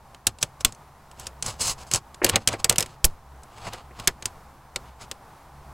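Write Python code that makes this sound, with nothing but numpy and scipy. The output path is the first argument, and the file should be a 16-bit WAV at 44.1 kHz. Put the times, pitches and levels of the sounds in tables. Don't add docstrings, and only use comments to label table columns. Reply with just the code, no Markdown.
import sys
import numpy as np
from scipy import signal
from scipy.fft import rfft, irfft
from scipy.io import wavfile
from scipy.ndimage import uniform_filter1d

SR = 44100
rng = np.random.default_rng(int(sys.argv[2]) if len(sys.argv) > 2 else 0)


def wrap_up_sound(samples):
    columns = np.atleast_2d(samples).T
    tamed = np.clip(columns, -1, 1)
    steps = np.round(tamed * 32767).astype(np.int16)
    wavfile.write(sys.argv[1], SR, steps)


N = 252693

# t/s, relative level of the ring/dB, clack against ring/dB, bright edge against ring/dB,
# clack note f/Hz, ring note f/Hz
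CONTACTS = [(0.146, -50, 5.5, -11, 3110, 5740), (0.2686, -13.5, -3, -7, 3900, 7400),
            (0.3859, -48, 2.5, -22, 2800, 7140), (0.4274, -16.5, -1.5, -14.5, 3410, 7740),
            (0.6073, -37, -0.5, -14.5, 3320, 6200), (0.6477, -11.5, 0, -5, 3450, 8300),
            (0.723, -40.5, -7, -23, 4410, 6550), (0.7475, -51.5, -5, -21, 4350, 6230),
            (1.1132, -50, 0, -12, 2970, 7810), (1.197, -39.5, -7, -4, 2840, 6250),
            (1.268, -30, -4, -15, 2510, 6700), (1.4249, -23.5, -5.5, -21, 2500, 6820),
            (1.4623, -25.5, -17, -23, 4570, 7040), (1.9134, -26, -2, -14, 4470, 6580),
            (1.9363, -15.5, -10.5, -17, 4490, 6440), (1.946, -21, -4, -24, 4500, 7400),
            (1.9574, -21, -6, -18, 4490, 7700), (2.1443, -45, 1, -16, 4170, 6850),
            (2.2448, -13.5, -3.5, -2.5, 4530, 7370), (2.264, -32.5, 10.5, -2.5, 2750, 6740),
            (2.2905, -27.5, -0.5, -3, 2980, 9000), (2.2956, -20, 1, -7, 2970, 9130),
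            (2.3576, -15, 2, -11, 2950, 6490), (2.4743, -12.5, -3, -12, 3210, 6780),
            (2.4856, -24, 1.5, -12, 2260, 5800), (2.5292, -37.5, 5, -17, 2910, 6700),
            (2.6438, -15.5, -2, -10, 4730, 7740), (2.6954, -11.5, -2, -6, 4340, 8400),
            (2.725, -31.5, -2, -8, 2450, 6290), (2.7586, -35, 5.5, -4, 2840, 9700),
            (2.7825, -13.5, -7.5, -10.5, 2280, 8700), (2.7963, -33, 3.5, -1, 3840, 5280),
            (2.8057, -21.5, -4.5, -8.5, 3590, 5200), (2.8254, -27.5, 1.5, -11, 2510, 5140),
            (2.8605, -42, 1.5, -13, 2140, 6850), (3.0433, -13.5, -2, -7, 4690, 6360),
            (3.0495, -16, -15.5, 1.5, 4460, 8350), (3.4336, -49, -6, -10, 1600, 8100),
            (3.7335, -39, 3, -5.5, 2900, 5030), (3.998, -41.5, 3, -7, 3960, 5100),
            (4.074, -13.5, -2.5, -8.5, 1640, 5190), (4.0762, -21, 6, -7.5, 2170, 6100),
            (4.224, -39, 3.5, -14, 2010, 6580), (4.2561, -22, -3.5, -12, 4650, 8160),
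            (4.7597, -27, 4.5, -15, 4330, 7720), (5.1133, -32, 2, -10, 2720, 8360)]
# centre f/Hz, spread/octaves, level/dB,
# decay time as a multiple of the ring's, build-up/s
TONE_FAMILIES = [(488, 1.096, -3, 1.77, 0.0011), (1517, .45, -5.5, 1.2, 0.0003),
                 (3155, 0.56, -2.5, 0.97, 0.00031), (7256, 0.46, 0, 0.69, 0.00047),
                 (11860, 0.36, 0.5, 0.66, 0.00032)]
# f/Hz, width before damping/Hz, level/dB
TUBE_RESONANCES = [(2910, 150, -12), (3200, 57, -15), (4226, 510, -5.5), (4680, 400, -3.5), (5150, 680, -1),
                   (6200, 99, -1), (6920, 150, -8), (7740, 290, 0), (8480, 170, -0.5), (9260, 351.5, -4),
                   (9970, 260, -8.5), (10600, 140, -4)]
# t/s, level of the hollow part/dB, centre f/Hz
KNOCKS = [(2.217, -23.5, 547), (2.237, -24, 515), (2.246, -19, 420.4), (2.273, -36, 530),
          (2.292, -30.5, 532), (2.341, -27.5, 487), (2.359, -22, 530), (2.487, -32.5, 484),
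          (2.535, -28.5, 485), (2.65, -31.5, 528), (2.71, -30, 480), (2.727, -35, 490), (2.787, -31.5, 526),
          (2.81, -34, 487), (3.044, -28.5, 421), (3.667, -33, 616), (3.739, -40.5, 603),
          (3.909, -47.5, 422), (4.084, -30.5, 761)]
# t at full pressure/s, relative treble level/dB, shaft noise against that/dB,
# rise/s, hold/s, release/s
SLIDES = [(.416, -36.5, -6, 0.012, 0.00535, .025), (0.608, -41, -3.5, 0.01, 0.0034, 0.017),
          (0.676, -47.5, 2, .02, .006, .035), (1.209, -43, -0.5, 0.043, 0.0048, 0.029),
          (1.24, -49.5, 3.5, 0.022, .02, 0.048), (1.463, -33.5, -1.5, 0.043, .025, 0.085),
          (1.623, -23, -9.5, 0.038, 0.093, .036), (1.789, -48, 2, 0.024, 0.046, 0.032),
          (1.872, -49, -4, 0.013, 0.0032, 0.079), (1.92, -29.5, -3.5, 0.0097, 0.048, .033),
          (2.235, -40, 8.5, .012, .04, 0.058), (2.35, -55.5, 23, 0.082, .015, 0.033),
          (2.419, -51.5, 6.5, 0.029, 0.0019, 0.03), (2.532, -44.5, 9.5, 0.062, .005, 0.042),
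          (2.597, -46, 3.5, .02, 0.0026, 0.03), (2.699, -32, 7.5, 0.0088, 0.00513, 0.048),
          (2.804, -39.5, 4, 0.015, 0.025, 0.037), (2.919, -55.5, 7.5, 0.2, 0.0025, 0.064),
          (3.58, -57, 8.5, 0.13, .04, .05), (3.665, -43.5, 7.5, 0.082, .003, 0.056),
          (3.737, -49.5, 10, .03, 0.0045, .11), (3.99, -52, 8.5, 0.062, .04, 0.11),
          (4.883, -66, 13.5, .1, .005, .09), (5.015, -46.5, 3, 0.026, 0.023, .03)]
# f/Hz, relative level/dB
RUB_COLOUR = [(1000, -24), (2500, -5.5), (4000, -12.5), (5200, -4.5), (6400, 10), (7700, 8), (9500, -9),
              (11000, -12), (12500, -14), (16000, -20)]
# f/Hz, relative level/dB
SHAFT_COLOUR = [(30, 5), (70, 9.5), (130, 5), (300, -7), (600, -2), (1100, 2), (1800, -11), (2800, -7.5),
                (4500, -14.5), (9000, -51.5)]
# t/s, level of the push/dB, length of the push/s
JOLTS = [(0.2693, -29, 0.0045), (0.648, -20, 0.0073), (3.0433, -10, .0125), (4.076, -25.5, 0.0074)]
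# f/Hz, relative level/dB
NEAR_COLOUR = [(100, 1.5), (900, 5.5), (3000, -12), (8000, -14.5), (15000, -8.5)]
# f/Hz, relative level/dB
HEDGE_COLOUR = [(100, 20), (900, 2.5), (3000, -18), (8000, -26), (15000, -19)]
# f/Hz, relative level/dB
MURMUR_COLOUR = [(20, -3), (45, -4), (70, -1), (100, -8.5), (130, -3.5), (180, -10), (300, -14),
                 (550, -13.5), (800, -6), (1050, -8), (1600, -18), (2900, -28), (6000, -31), (12000, -34.5),
                 (16000, -38)]
# t/s, level/dB
MURMUR_LEVEL = [(0, -52.5), (1.3, -49), (3.15, -50.5), (3.9, -49), (5.7, -49)]
# f/Hz, width of each of two filter passes/Hz, level before wavering/dB
DRONE = [(64.6, 7.9, -54.5), (136.4, 7.8, -59)]
# f/Hz, relative level/dB
PHASE_SHIFT_COLOUR = [(50, -5), (500, -6.5), (3000, -8.5), (8000, 1.5), (14000, 7)]
# f/Hz, relative level/dB
WIDE_NOISE_COLOUR = [(30, -1), (130, -4), (500, -9), (1000, -21.5), (2500, -14.5), (7000, -13.5),
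                     (15500, -17)]

WIDE_NOISE_DB = -71
TOP_HZ = 15900
TIME = np.arange(N) / SR
AGE = TIME[:int(.2 * SR)]

RING_T60_S, USUAL_BLOW_DB, RING_GROWTH_PER_DB = 0.026, -22, 0.0008
BODY_DB, BODY_FOLLOW, BODY_PER_DB = -9.5, .85, 0.2965
KNOCK_T60_S = .06
STROKE_RANGE_DB, SAG_DB_PER_S = 31, 55
STROKE_ROUNDING = 1.35
SHAFT_FOLLOW = 0.71
SHIVER_DB, SHIVER_SHAFT_DB, SHIVER_T60_S = -22.5, 4.5, .11


def undb(db):
    return 10 ** (np.asarray(db) / 20)


def unit(x):
    return x / np.sqrt(np.mean(x ** 2))


def add(track, s, sound):
    i = int(s * SR)
    track[i:i + len(sound)] += sound[:N - i]


def colour(x, points):
    hz, db = np.transpose(points)
    bins = np.maximum(np.fft.rfftfreq(len(x), 1 / SR), 1)
    gain = undb(np.interp(np.log(bins), np.log(hz), db))
    return irfft(rfft(x) * gain, len(x))


def resonate(x, hz, width_hz):
    return signal.lfilter(*signal.iirpeak(hz, hz / width_hz, SR), x)


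def fade(t60):
    return np.exp(-np.log(1000) * AGE / t60)


def walk(rate):
    knots = rng.standard_normal(size=4096)
    return np.interp(TIME * rate, np.arange(len(knots)), knots)


def modes(centre_hz, octaves, t60, rise_s, count=64):
    place, phase = rng.random((2, count, 1))
    offset = 4 * (np.arange(count)[:, None] + place) / count - 2
    hz = centre_hz * 2 ** (octaves * offset)
    size = np.exp(-offset ** 2 / 2) * np.cos(np.pi * offset / 4) ** .5 * (hz < SR / 2)
    ringing = AGE[AGE < .01 + 1.2 * t60]
    waves = np.sin((2 * np.pi * (hz * ringing + phase)).astype(np.float32))
    ring = (size * waves).sum(0)
    ring = np.pad(ring, (0, len(AGE) - len(ring)))
    ring = ring * fade(t60) * (1 - np.exp(-AGE / rise_s))
    head = ring[:int(.007 * SR)]
    return ring / np.sqrt(np.mean(head ** 2))


def tube(x, damping=0.95):
    return sum(undb(db) * resonate(x, hz, width * damping) for hz, width, db in TUBE_RESONANCES)


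def clacks(tube_db=-7, direct_db=-3, note_db=-7, note_hold=1.1, thud_db=-17, thud_hz=100,
           thud_t60=0.08, chatter_db=-18, chatter_s=0.005):
    metal, hands = np.zeros(N), np.zeros(N)
    for s, db, clack_db, edge_db, clack_hz, ring_hz in CONTACTS:
        force_db = db - USUAL_BLOW_DB
        t60 = RING_T60_S * np.exp(RING_GROWTH_PER_DB * force_db)
        body_db = BODY_DB + BODY_FOLLOW * clack_db - BODY_PER_DB * force_db
        shares_db = (body_db, (body_db + clack_db) / 2, clack_db, 0, edge_db)
        ring = np.zeros(len(AGE))
        for (hz, octaves, family_db, hold, rise_s), share_db in zip(TONE_FAMILIES, shares_db):
            ring += undb(db + share_db + family_db) * modes(hz, octaves, t60 * hold, rise_s)
        clack_note = undb(clack_db) * np.sin(2 * np.pi * clack_hz * AGE)
        ring_note = np.sin(2 * np.pi * ring_hz * AGE)
        note_shape = fade(t60 * note_hold) * (1 - np.exp(-AGE / 0.00016))
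        ring += 2 * undb(db + note_db) * (clack_note + ring_note) * note_shape
        add(metal, s, ring)
        chatter_delay = chatter_s * (.5 + rng.random())
        add(metal, s + chatter_delay, undb(chatter_db) * ring)
        thud = modes(thud_hz, 1.172, thud_t60, 0.00089, count=24)
        add(hands, s, undb(db + thud_db) * thud)
    return undb(direct_db) * metal + undb(tube_db) * tube(metal) + hands


def knocks(hollow_octaves=.8, overtone_db=-6, overtone_hz=2000, rise_s=0.00094):
    out = np.zeros(N)
    for s, db, hz in KNOCKS:
        hollow = modes(hz, hollow_octaves, KNOCK_T60_S, rise_s)
        overtones = modes(overtone_hz, 0.36, KNOCK_T60_S * 0.92, rise_s)
        add(out, s, undb(db) * (hollow + undb(overtone_db) * overtones))
    return out


def friction():
    treble_power, shaft_power = np.zeros(N), np.zeros(N)
    for s, db, shaft_db, rise_s, hold_s, release_s in SLIDES:
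        since = TIME - s
        before = np.maximum(-since, 0) / rise_s
        after = np.maximum(since - hold_s, 0) / release_s
        off = before + after
        near = off < 2
        sag_db = SAG_DB_PER_S * np.clip(since[near], 0, hold_s)
        pressure_db = -STROKE_RANGE_DB * off[near] ** STROKE_ROUNDING - sag_db
        treble_power[near] += undb(db + pressure_db) ** 2
        shaft_power[near] += undb(db + shaft_db + SHAFT_FOLLOW * pressure_db) ** 2
    for s, db, *_ in CONTACTS:
        shiver = undb(db + SHIVER_DB) * fade(SHIVER_T60_S)
        add(treble_power, s, shiver ** 2)
        add(shaft_power, s, (undb(SHIVER_SHAFT_DB) * shiver) ** 2)
    return np.sqrt(treble_power), np.sqrt(shaft_power)


def slides(grain_db=6, ring_db=-4.5, rub_db=-6, judder_db=1.65, catch_db=2.5):
    treble, shaft = friction()
    grain = grain_db * rng.standard_normal(N)
    unevenness_db = grain + judder_db * walk(170) + catch_db * walk(60)
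    slips = rng.standard_normal(N) * undb(unevenness_db)
    singing = unit(tube(slips, damping=.4))
    rubbing = unit(colour(slips, RUB_COLOUR))
    scrape = undb(ring_db) * singing + undb(rub_db) * rubbing
    shaft_noise = unit(colour(slips, SHAFT_COLOUR))
    return uniform_filter1d(treble, size=200) * scrape + uniform_filter1d(shaft, size=200) * shaft_noise


def jolt(swing_ratio=9, settle_ratio=2.2):
    out = np.zeros(N)
    for s, db, push_s in JOLTS:
        push = np.sin(np.pi * np.minimum(AGE / push_s, 1))
        swing = np.sin(2 * np.pi * AGE / (swing_ratio * push_s))
        rebound = swing * np.exp(-AGE / (settle_ratio * push_s))
        add(out, s, -undb(db) * push)
        add(out, s + push_s, undb(db) * rebound * push.sum() / rebound.sum())
    return out


def scatter(x, near_db=-14, near_t60=0.049, far_db=-27, far_t60=.3):
    onset = 1 - np.exp(-(AGE / 0.0085) ** 2)
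    response = np.zeros(len(AGE))
    for points, db, t60 in ((NEAR_COLOUR, near_db, near_t60), (HEDGE_COLOUR, far_db, far_t60)):
        noise = colour(rng.standard_normal(len(AGE)), points)
        shape = fade(t60) * onset
        response += undb(db) * noise * shape / np.linalg.norm(shape)
    return signal.fftconvolve(x, response)[:N]


def field(waver_db=-1.56, drone_waver_db=2):
    murmur = unit(colour(rng.standard_normal(N), MURMUR_COLOUR))
    level_db = np.interp(TIME, *np.transpose(MURMUR_LEVEL)) + waver_db * walk(8.7)
    drone = np.zeros(N)
    for hz, width, db in DRONE:
        once = resonate(rng.standard_normal(N), hz, width)
        drone += undb(db) * unit(resonate(once, hz, width))
    return murmur * undb(level_db) + drone * undb(drone_waver_db * walk(5.8))


def scene(side_db=-31):
    pole = clacks() + knocks() + slides()
    mid = pole + scatter(pole) + jolt() + field()
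    quarter_turn = np.imag(signal.hilbert(pole))
    shifted = colour(quarter_turn, PHASE_SHIFT_COLOUR)
    wide_noise = unit(colour(rng.standard_normal(N), WIDE_NOISE_COLOUR))
    side = undb(side_db) * shifted + undb(WIDE_NOISE_DB) * wide_noise
    return np.array([mid + side, mid - side])


def record(dry):
    ceiling = .74
    rounded = dry / (1 + (dry / ceiling) ** 6) ** (1 / 6)
    top_cut = signal.cheby1(12, .2, TOP_HZ, fs=SR, output="sos")
    return signal.sosfilt(top_cut, rounded)


dry = scene()
out = record(dry)
wrap_up_sound(out)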